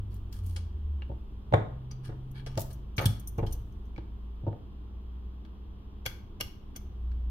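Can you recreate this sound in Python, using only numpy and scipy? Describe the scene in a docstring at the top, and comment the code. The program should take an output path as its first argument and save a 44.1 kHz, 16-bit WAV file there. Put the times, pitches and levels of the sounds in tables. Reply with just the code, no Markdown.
'''Glass cover on a padded bench

A glass phone cover is set down and shifted on a padded workbench in a small room; steel tweezers are laid
aside and picked up, a steel tip clicks and pries at the cover's rim, and adhesive tape crackles.
Contacts are decaying noise bursts filtered by the resonances of bench, glass, rim or steel; sliding is
swelling noise. Gliding sines make the drones, fixed sines the faint hum, shaped noise the air and rumble.
'''
import sys
import numpy as np
from scipy import signal
from scipy.fft import rfft, irfft
from scipy.io import wavfile
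from scipy.ndimage import uniform_filter1d

SR = 44100
rng = np.random.default_rng(int(sys.argv[2]) if len(sys.argv) > 2 else 0)


def store_pcm(level_fs):
    """Save levels as 16-bit WAV."""
    pcm = np.round(np.clip(level_fs, -1, 1) * 32767).astype(np.int16)
    wavfile.write(sys.argv[1], SR, np.atleast_2d(pcm).T)


N = 321930
TIME = np.arange(N) / SR  # s, through the scene
TAPS = 8192  # samples in one contact sound
AGE = np.arange(TAPS) / SR  # s, since a contact began
ATTACK = round(.01 * SR)  # samples over which a contact's level is set


def amp(db):
    """Decibels are twenty times the decimal logarithm of an amplitude ratio."""
    return 10 ** (np.asarray(db) / 20)


def rms(x):
    """Effective value: the root of the mean square."""
    return np.sqrt(np.mean(x ** 2) + 1e-20)


def read(points, hz):
    """Logarithmic frequency scale: values are interpolated along log frequency."""
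    f, value = np.transpose(points)
    return np.interp(np.log(hz + 1), np.log(f + 1), value)


def add(mix, s, sound):
    """Superposition: a stereo sound is summed into the mix from second s."""
    part = mix[:, max(round(s * SR), 0):][:, :sound.shape[1]]
    part += sound[:, :part.shape[1]]


def noise_pair(likeness, size):
    """Partial coherence: two channels of white noise share a set part at each frequency."""
    first, other = rfft(rng.standard_normal((2, size)))
    shared = np.clip(read(likeness, np.fft.rfftfreq(size, 1 / SR)), -1, 1)
    second = shared * first + np.sqrt(1 - shared ** 2) * other
    return irfft(np.array([first, second]), size)


def tone(hz, db):
    """Phase accumulation: a sine whose pitch and rms level may move."""
    turns = np.cumsum(hz * np.ones(N)) / SR + rng.random()
    return np.sqrt(2) * amp(db) * np.sin(2 * np.pi * turns)


def ring(x, modes, uneven_db=4.5):
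    """Modal resonance: x, its spectrum evened out, drives modes that each contact excites differently."""
    hz = np.fft.rfftfreq(TAPS, 1 / SR)
    shares_db = uneven_db * rng.standard_normal(len(modes))
    power = np.ones(len(hz))
    for (f, width, db), share_db in zip(modes, shares_db):
        power = power + (amp(db + share_db) / (1 + (2 * (hz - f) / width) ** 2)) ** 2
    smooth = uniform_filter1d(uniform_filter1d(abs(rfft(x)) ** 2, size=24), size=24)
    power = power / smooth
    # minimum phase: the phase follows from the log gain by a Hilbert transform
    log_gain = np.log(np.c_[power, power[:, -2:0:-1]]) / 2
    response = np.fft.ifft(np.exp(np.conj(signal.hilbert(log_gain)))).real
    return signal.fftconvolve(x, response, axes=1)[:, :TAPS]


# Edges of the four neighbouring bands in which contact levels are set, in Hz.
BAND_EDGES_HZ = [250, 1000, 3000, 7000, 16000]


def colour(x, levels_db, size):
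    """Band analysis: the uppermost bands get rms levels, taken over the first size samples."""
    bands = list(zip(BAND_EDGES_HZ, BAND_EDGES_HZ[1:]))[-len(levels_db):]
    out = 0
    for band, db in zip(bands, levels_db):
        part = signal.sosfilt(signal.butter(4, band, 'band', fs=SR, output='sos'), x)
        out = out + amp(db) * part / rms(part[:, :size])
    return out


def tilted(db, tilt_db, count):
    """Spectral tilt: the level changes by one equal step from each band to the next."""
    return db + tilt_db * np.arange(count)


def glass_levels(db, tilt_db, shape_db):
    """Spectral envelope of a contact on glass: brightness tilts the bands above 1 kHz."""
    return np.r_[db, tilted(db, tilt_db, count=3)] + shape_db


# Left-right likeness of a contact's noise. Each row: frequency in Hz, likeness (1 = identical).
CHATTER_LIKENESS = [(200, 0.98), (550, 0.76), (850, .3), (1200, -0.16), (2500, 0)]


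def contact(t60, rise, grain_db):
    """Contact chatter: a burst of uneven tiny impacts swells and decays exponentially."""
    chatter = noise_pair(CHATTER_LIKENESS, TAPS)
    unevenness = np.interp(AGE, AGE[::24], rng.standard_normal(TAPS)[::24])
    swell = 1 - np.exp(-(AGE / rise) ** 2)
    return chatter * amp(grain_db * unevenness) * swell * amp(-60 * AGE / t60)


def hit(t60, levels_db, modes, rise, grain_db):
    """Impulsive excitation: a short hard contact rings the modes of a body."""
    return colour(ring(contact(t60, rise, grain_db), modes, uneven_db=3.0), levels_db, ATTACK)


# Spectrum of the room air. Each row: frequency in Hz, relative density in dB.
AIR_SPECTRUM = [(60, -7.5), (220, -11.5), (400, -15.5), (550, -28), (1100, -24.5), (1500, -34.5),
                (2200, -42.5), (3200, -34), (4200, -45), (6000, -50.5), (8000, -65), (13000, -55),
                (16000, -65)]
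# Left-right likeness of the air. Each row: frequency in Hz, likeness (clipped to -1..1).
AIR_LIKENESS = [(60, 1), (130, 0.036), (290, 0.99), (640, 0.3), (1410, -0.31), (3100, 0.27), (6820, -1.3),
                (15000, 0.62)]
AIR_DB = -52.5  # rms


def air():
    """Stationary noise: steady room air with a fixed spectrum."""
    hz = np.fft.rfftfreq(N, 1 / SR)
    noise = irfft(rfft(noise_pair(AIR_LIKENESS, N)) * amp(read(AIR_SPECTRUM, hz)), N)
    return amp(AIR_DB) * noise / rms(noise)


# Spectrum of the rumble. Each row: frequency in Hz, relative density in dB.
RUMBLE_SPECTRUM = [(15, -9), (28, 10), (42, -5.5), (65, 4.5), (100, -5), (150, -15), (260, -47),
                   (600, -63.5)]
# Rumble level as the hands work. Each row: time in seconds, rms level in dB.
HANDLING = [(0, -42), (1.9, -46), (2.6, -39.5), (3.0, -47.5), (3.5, -34.5), (3.9, -45.5), (5.6, -50.5),
            (6.8, -45), (7.3, -44)]


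def rumble():
    """Amplitude modulation: low noise follows the hands on the bench."""
    hz = np.fft.rfftfreq(N, 1 / SR)
    noise = irfft(rfft(rng.standard_normal(N)) * amp(read(RUMBLE_SPECTRUM, hz)), N)
    level_db = np.interp(TIME, *np.transpose(HANDLING))
    return amp(level_db) * noise / rms(noise)


# Electrical hum. Each row: frequency in Hz, rms level in dB.
HUM = [(100, -61.5), (200.5, -58.5)]


def hum():
    """Line spectrum: the faint electrical hum is a sum of steady sines."""
    return sum(tone(hz, db) for hz, db in HUM)


# A low drone's path. Each row: time in seconds, frequency in Hz, rms level in dB before the lift.
SINKING = [(0.0, 102, -37), (0.028, 99.3, -41), (0.328, 97.5, -51.5), (0.428, 91.1, -36),
           (0.666, 81.4, -39.5), (0.698, 77.2, -44.5), (0.932, 72.9, -33), (1.056, 64.8, -41.5),
           (1.15, 65, -48)]


def sinking_drone(lift_db=3.0, release_s=0.073):
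    """Frequency glide: a low drone sinks in pitch and dies away."""
    s, hz, db = np.transpose(SINKING)
    release = np.interp(TIME, [s[-1], s[-1] + release_s], [1, 0])
    return release * tone(np.interp(TIME, s, hz), np.interp(TIME, s, db) + lift_db)


# Deep tones. Each row: start in seconds, end in seconds, first frequency in Hz, last frequency in Hz,
# rms level in dB before fades and waver.
DRONES = [(-.2, 1.62, 52, 56.7, -43.5), (1.05, 2.1, 65, 60.5, -47), (1.45, 2.95, 126, 132.5, -42),
          (2.4, 4.74, 53.8, 57.45, -42.5), (4.6, 6.2, 55, 51.04, -52.5), (4.549, 5.63, 60, 61.14, -41),
          (5.399, 6.43, 63, 63.06, -46), (6.75, 7.6, 61.5, 58, -34)]
DRONE_FADE_S, WAVER_DB, WAVER_PER_S = 0.29, -1.76, 5.5  # waver: random dB scale, new values a second


def drones():
    """Beating: deep tones glide, waver and interfere where they overlap."""
    out = np.zeros(N)
    for start, end, first_hz, last_hz, db in DRONES:
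        fade = np.clip(np.minimum(TIME - start, end - TIME) / DRONE_FADE_S, 0, 1)
        chance = rng.standard_normal(size=100)
        waver_db = WAVER_DB * np.interp(TIME * WAVER_PER_S, np.arange(len(chance)), chance)
        glide_hz = np.interp(TIME, [start, end], [first_hz, last_hz])
        out = out + fade * tone(glide_hz, db + waver_db)
    return out


# Resonances of the glass. Each row: frequency in Hz, width in Hz, gain in dB before random unevenness.
GLASS = [(530, 90, 22), (850, 90, 17), (1223, 71, 11), (1627, 250, 11), (2285, 150, 7.6), (2950, 230, 7.2),
         (3280, 130, 11.6), (4470, 1200, 15), (5470, 670, 12), (6350, 280, 6.5), (9500, 2000, 12),
         (11700, 930, 8), (13250, 900, 10)]
# Fingers and cover sliding. Each row: start in seconds, end in seconds (length held to 0.02-0.17 s),
# level in dB before the mix gain, brightness in dB per band.
RUBS = [(0.098, 0.192, -68.5, 1), (.31, 0.41, -61.5, 1.5), (0.404, .58, -68.5, 5),
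        (2.031, 2.089, -52.5, -3.5), (2.34, 2.42, -49.5, -9.5), (2.474, 2.624, -57, -7.5),
        (2.702, 2.724, -55, 0), (3.004, 3.067, -44, -10.5), (3.487, 3.578, -64, 2.5)]


def rubs(grain_db=6):
    """Stick-slip friction: an uneven run of tiny slips swells, fades and rings the glass."""
    out = np.zeros((2, N))
    for start, end, db, tilt_db in RUBS:
        length = np.clip(end - start, .02, .17)
        slips = amp(grain_db * np.interp(AGE, AGE[::90], rng.standard_normal(TAPS)[::90]))
        swell = np.sin(np.pi * np.minimum(AGE / length, 1))
        friction = ring(rng.standard_normal((2, TAPS)) * slips * swell, GLASS)
        add(out, start, colour(friction, tilted(db, tilt_db, count=3), round(length * SR)))
    return out


# Sticky tape letting go. Each row: time in seconds, level in dB before the mix gain,
# brightness in dB per band.
TAPE = [(0.141, -76.5, 16), (0.325, -55.5, -0.5), (.462, -74, 19), (2.574, -41.5, -8), (2.593, -50.5, 7.5),
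        (2.605, -54, 13), (2.615, -53, 9)]
TAPE_T60_S, TAPE_BODY_DB = 0.022, -10  # the body is the 1-3 kHz part, relative to the snap


def tape():
    """Sudden release: adhesive lets go in short, bright snaps."""
    out = np.zeros((2, N))
    modes = [(5000, 1500, 4), (14000, 3000, 5)]  # Hz, width Hz, dB
    for s, db, tilt_db in TAPE:
        levels_db = np.r_[db + TAPE_BODY_DB, tilted(db, tilt_db, count=2)]
        add(out, s, hit(TAPE_T60_S, levels_db, modes, rise=.002, grain_db=4))
    return out


# Hard ticks on the glass. Each row: time in seconds, level in dB before shape and mix gain,
# brightness in dB per band, contact t60 in seconds, favoured resonance in Hz, its gain in dB.
CLICKS = [(0.56, -45.5, -2, 0.074, 4950, 5.5), (1.02, -45.5, -27.5, 0.013, 2812, 18.5),
          (1.909, -53.5, -5, 0.06, 4770, 41), (2.462, -45.5, -6, 0.06, 1750, 2),
          (2.98, -28, -12.5, 0.037, 2290, 17.5), (3.056, -37.5, 4.5, 0.026, 3365, 18.5),
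          (3.463, -52, -2.5, 0.065, 3200, 18), (3.961, -51.5, -18, .015, 2280, 21.5),
          (3.978, -48, -19.5, .015, 876, 20.5), (5.449, -60.5, -10.5, .017, 3450, 13),
          (7.115, -61.5, -9.5, .02, 1550, 12.5)]
# Shape of a tick, in dB for 250 Hz-1 kHz, 1-3 kHz, 3-7 kHz and 7-16 kHz.
CLICK_SHAPE_DB = [-12.5, -0.5, 2.5, -1.5]


def clicks(spot_width_hz=280):
    """Point excitation: steel ticks on the glass, each spot favouring one resonance."""
    out = np.zeros((2, N))
    for s, db, tilt_db, t60, spot_hz, spot_db in CLICKS:
        modes = GLASS + [(spot_hz, spot_width_hz, spot_db)]
        levels_db = glass_levels(db, tilt_db, CLICK_SHAPE_DB)
        add(out, s, hit(t60, levels_db, modes, rise=0.00093, grain_db=7.5))
    return out


def soften(x, corner_hz, order):
    """Contact duration: a soft contact lasts longer and so loses its treble."""
    return signal.sosfilt(signal.butter(order, min(corner_hz, SR / 2.1), fs=SR, output='sos'), x)


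# Slow swings of the bench top. Each row: frequency in Hz, relative level in dB, t60 in seconds.
THUMP = [(106.8, -0.5, 0.21), (122.9, -5, 0.2), (145, -11.5, 0.27), (186, -11, 0.1), (220, -18, 0.067)]
THUMP_RISE_S = 0.0025


def bench_swing():
    """Damped oscillation: low modes of the bench top decay together, at unit rms over 20 ms."""
    swing = sum(amp(db - 60 * AGE / t60) * np.sin(2 * np.pi * hz * AGE) for hz, db, t60 in THUMP)
    swing = swing * (1 - np.exp(-AGE / THUMP_RISE_S))
    swing = signal.sosfilt(signal.butter(3, 60, 'high', fs=SR, output='sos'), swing)
    return swing / rms(swing[:2 * ATTACK])


# Resonances of the bench with the cover on it. Each row: frequency in Hz, width in Hz,
# gain in dB before random unevenness.
BENCH = [(230, 60, -1.5), (315, 80, 11), (401, 100, 10.5), (466.5, 110, 15), (559.5, 79, 18),
         (641.7, 94, 16), (734, 80, 17.5), (830, 110, 16.5), (906, 80, 16), (1075, 60, 10),
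         (1247, 160, 14.5), (1432, 140, 15.5), (1640, 154, 11), (1830, 570, 15.5), (2267, 300, 12),
         (2780, 180, 15.5), (3295, 250, 13), (3630, 530, 14), (4375, 1500, 10)]
# Blows of cover and hand on the bench. Each row: time in seconds, thump level in dB,
# clack level in dB (250 Hz-1 kHz), crack level in dB before its shape, contact t60 in seconds.
KNOCKS = [(1.095, -37, -44, -85, 0.019), (1.112, -47.5, -46, -70, .03), (1.520, -31, -29, -46.5, 0.06),
          (1.536, -18, -17.5, -28.5, 0.025), (1.612, -33.5, -43.5, -69, .012),
          (2.086, -37.5, -47, -59.5, 0.26), (2.46, -60, -47.5, -61.5, .05), (2.571, -29, -34.5, -48.5, .05),
          (2.98, -27.5, -41, -43, 0.078), (2.991, -54, -42.5, -41, 0.11), (3.024, -32.5, -40.5, -47, 0.03),
          (3.04, -32, -48, -42.5, 0.023), (3.057, -19, -59.5, -62, .03), (3.087, -32.5, -61, -67, .03),
          (3.381, -28.5, -35.5, -50, .06), (3.425, -26, -35.5, -55.5, 0.07),
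          (3.98, -39.5, -43.5, -64, 0.019), (4.435, -35.5, -51.5, -77, 0.024),
          (4.464, -38, -35.5, -62.5, 0.055), (4.475, -28.5, -39, -61.5, 0.059),
          (4.524, -46.5, -45.5, -64, 0.024), (6.062, -39.5, -55, -63, 0.038), (6.409, -43, -53, -62, .03)]
# Shape of a blow's crack, in dB for 1-3 kHz, 3-7 kHz and 7-16 kHz.
CRACK_SHAPE_DB = [1, -12.5, -26]
# A clack of HARD_BLOW_DB has its treble corner at HARD_BLOW_HZ; the corner rises with force.
HARD_BLOW_DB, HARD_BLOW_HZ, BLOW_DB_PER_OCTAVE = -12.5, 893, 20.5


def knocks():
    """Impact on a padded plate: a dull clack over the swing of the bench top."""
    out = np.zeros((2, N))
    swing = bench_swing()
    for s, thump_db, clack_db, crack_db, t60 in KNOCKS:
        levels_db = np.r_[clack_db, crack_db + np.array(CRACK_SHAPE_DB)]
        # a harder blow is a shorter contact, and so brighter
        corner_hz = HARD_BLOW_HZ * 2 ** ((clack_db - HARD_BLOW_DB) / BLOW_DB_PER_OCTAVE)
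        rung = ring(contact(t60, rise=0.0037, grain_db=8.0), BENCH, uneven_db=4.0)
        clack = soften(rung, corner_hz, order=2)
        clack = clack + amp(-26) * soften(clack, corner_hz=3800, order=2)
        add(out, s, colour(clack, levels_db, ATTACK) + amp(thump_db) * swing)
    return out


# Resonances of the tweezers. Each row: frequency in Hz, width in Hz, gain in dB before random unevenness.
STEEL = [(3450, 300, 10), (6020, 850, 16.5), (6180, 680, 9), (9340, 450, 17), (9440, 250, 20.5),
         (12000, 391, 20.5), (13430, 300, 24.5), (13070, 500, 5)]
# Tweezer arms touching. Each row: time in seconds, level in dB before the mix gain,
# brightness in dB per band, contact t60 in seconds.
CLINKS = [(1.912, -53.5, -40, 0.019), (2.312, -79, 16.5, 0.015), (2.726, -67.5, 9.5, 0.054),
          (2.964, -55, -1.5, .1), (2.978, -55, 6, 0.053), (3.006, -62.5, 12.5, 0.2), (3.195, -78, 25, 0.03),
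          (3.272, -56.5, 14, 0.041), (3.377, -66.5, 3.5, 0.052), (3.523, -53, 8, 0.036),
          (3.72, -79, 0, .046), (3.85, -80.5, -1, 0.093), (6.76, -49.5, 1.5, 0.027)]


def clinks():
    """Vibration of bars: the springy arms of the tweezers brush together and ring."""
    out = np.zeros((2, N))
    for s, db, tilt_db, t60 in CLINKS:
        add(out, s, hit(t60, tilted(db, tilt_db, count=2), STEEL, rise=.003, grain_db=2))
    return out


# Resonances of the cover's rim. Each row: frequency in Hz, width in Hz, gain in dB before random unevenness.
RIM = [(511, 123, 14), (792, 68, 7.5), (1220, 67, 7.5), (1548, 190, 18), (2210, 410, 17), (2870, 280, 15.5),
       (3315, 220, 16), (4240, 350, 8.5), (4730, 720, 13.5), (5430, 840, 9), (6120, 570, 9.5),
       (9870, 1500, 7), (11500, 1200, 9), (13200, 1100, 10)]
# The steel tip pries at the rim and slips off. Each row: time in seconds, level in dB before shape
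# and mix gain, brightness in dB per band, contact t60 in seconds, favoured resonance in Hz.
PRIES = [(6.06, -32.5, 0, 0.034, 3380), (6.4077, -33.5, 1.5, 0.018, 5520), (6.759, -50, -3, 0.046, 6500)]
# Shape of the snap, in dB for 250 Hz-1 kHz, 1-3 kHz, 3-7 kHz and 7-16 kHz.
PRY_SHAPE_DB = [-4.5, -1.5, .5, -2.5]
# a duller scrape leads each snap; its level and tilt are relative to the snap's
SCRAPE_LEAD_S, SCRAPE_DB, SCRAPE_TILT_DB, SCRAPE_T60_S = .0075, -6.5, -5.5, 0.072


def pries(spot_width_hz=200, spot_db=17):
    """Slip and release: the steel tip scrapes for an instant, then snaps off the rim."""
    out = np.zeros((2, N))
    for s, db, tilt_db, t60, spot_hz in PRIES:
        modes = RIM + [(spot_hz, spot_width_hz, spot_db)]
        scrape_db = glass_levels(db + SCRAPE_DB, tilt_db + SCRAPE_TILT_DB, PRY_SHAPE_DB)
        snap_db = glass_levels(db, tilt_db, PRY_SHAPE_DB)
        add(out, s - SCRAPE_LEAD_S, hit(SCRAPE_T60_S, scrape_db, modes, rise=0.0034, grain_db=1))
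        add(out, s, hit(t60, snap_db, modes, rise=0.0016, grain_db=2))
    return out


# Decay of the room's tail. Each row: frequency in Hz, t60 in seconds.
ROOM_T60 = [(100, 1), (400, 0.37), (1200, .48), (3000, 0.4), (6000, 0.4), (10000, 0.28), (16000, 0.38)]


def room(x, early_db, early_t60, tail_db):
    """Reverberation: quick reflections off the bench, and a tail that decays by frequency."""
    diffuse = noise_pair([(150, 0.89), (500, 0.73), (1100, 0.18)], SR)  # Hz, left-right likeness
    hz, t, z = signal.stft(diffuse, SR, nperseg=256)
    decay = amp(-60 * t / read(ROOM_T60, hz)[:, None])
    tail = signal.istft(z * decay, SR, nperseg=256)[1][:, :SR]
    t = np.arange(SR) / SR
    tail = tail * np.clip((t - .008) / 0.0013, 0, 1)
    # sparse reflections: one sample in twenty, after 3 ms
    sparse = (rng.random(SR) < .05) * (t > .003)
    early = rng.standard_normal((2, SR)) * sparse * amp(-60 * t / early_t60)
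    response = amp(tail_db) * tail / np.linalg.norm(tail[0])
    response = response + amp(early_db) * early / np.linalg.norm(early[0])
    response = signal.sosfilt(signal.butter(2, 200, 'high', fs=SR, output='sos'), response)
    return x + signal.fftconvolve(x, response, axes=1)[:, :N]


def scene():
    """Superposition: glass, tape and steel a little to the left, knocks, drones, hum, air and rumble."""
    left = amp([[1.1], [-1.1]])
    glass = amp(-3.5) * clicks() + amp(-1.0) * tape() + amp(-9.5) * rubs()
    bright = room(glass * left, early_db=-6.5, early_t60=0.033, tail_db=-9)
    steel = room(amp(1.0) * clinks() * left, early_db=-9.5, early_t60=.03, tail_db=-14.5)
    snaps = room(amp(-4) * pries() * left, early_db=-10.5, early_t60=.06, tail_db=-11)
    dull = room(knocks(), early_db=-11.5, early_t60=.1, tail_db=-8.5)
    low_tones = hum() + sinking_drone() + drones()
    return dull + bright + steel + snaps + low_tones + air() + rumble()


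CUTOFF_HZ = 15900


def record(dry):
    """Band limitation: a linear-phase low-pass filter removes the highest treble."""
    low_pass = signal.firwin(511, CUTOFF_HZ, window=("kaiser", 9), fs=SR)
    return signal.oaconvolve(dry, low_pass[None], "same")


dry = scene()
out = record(dry)
store_pcm(out)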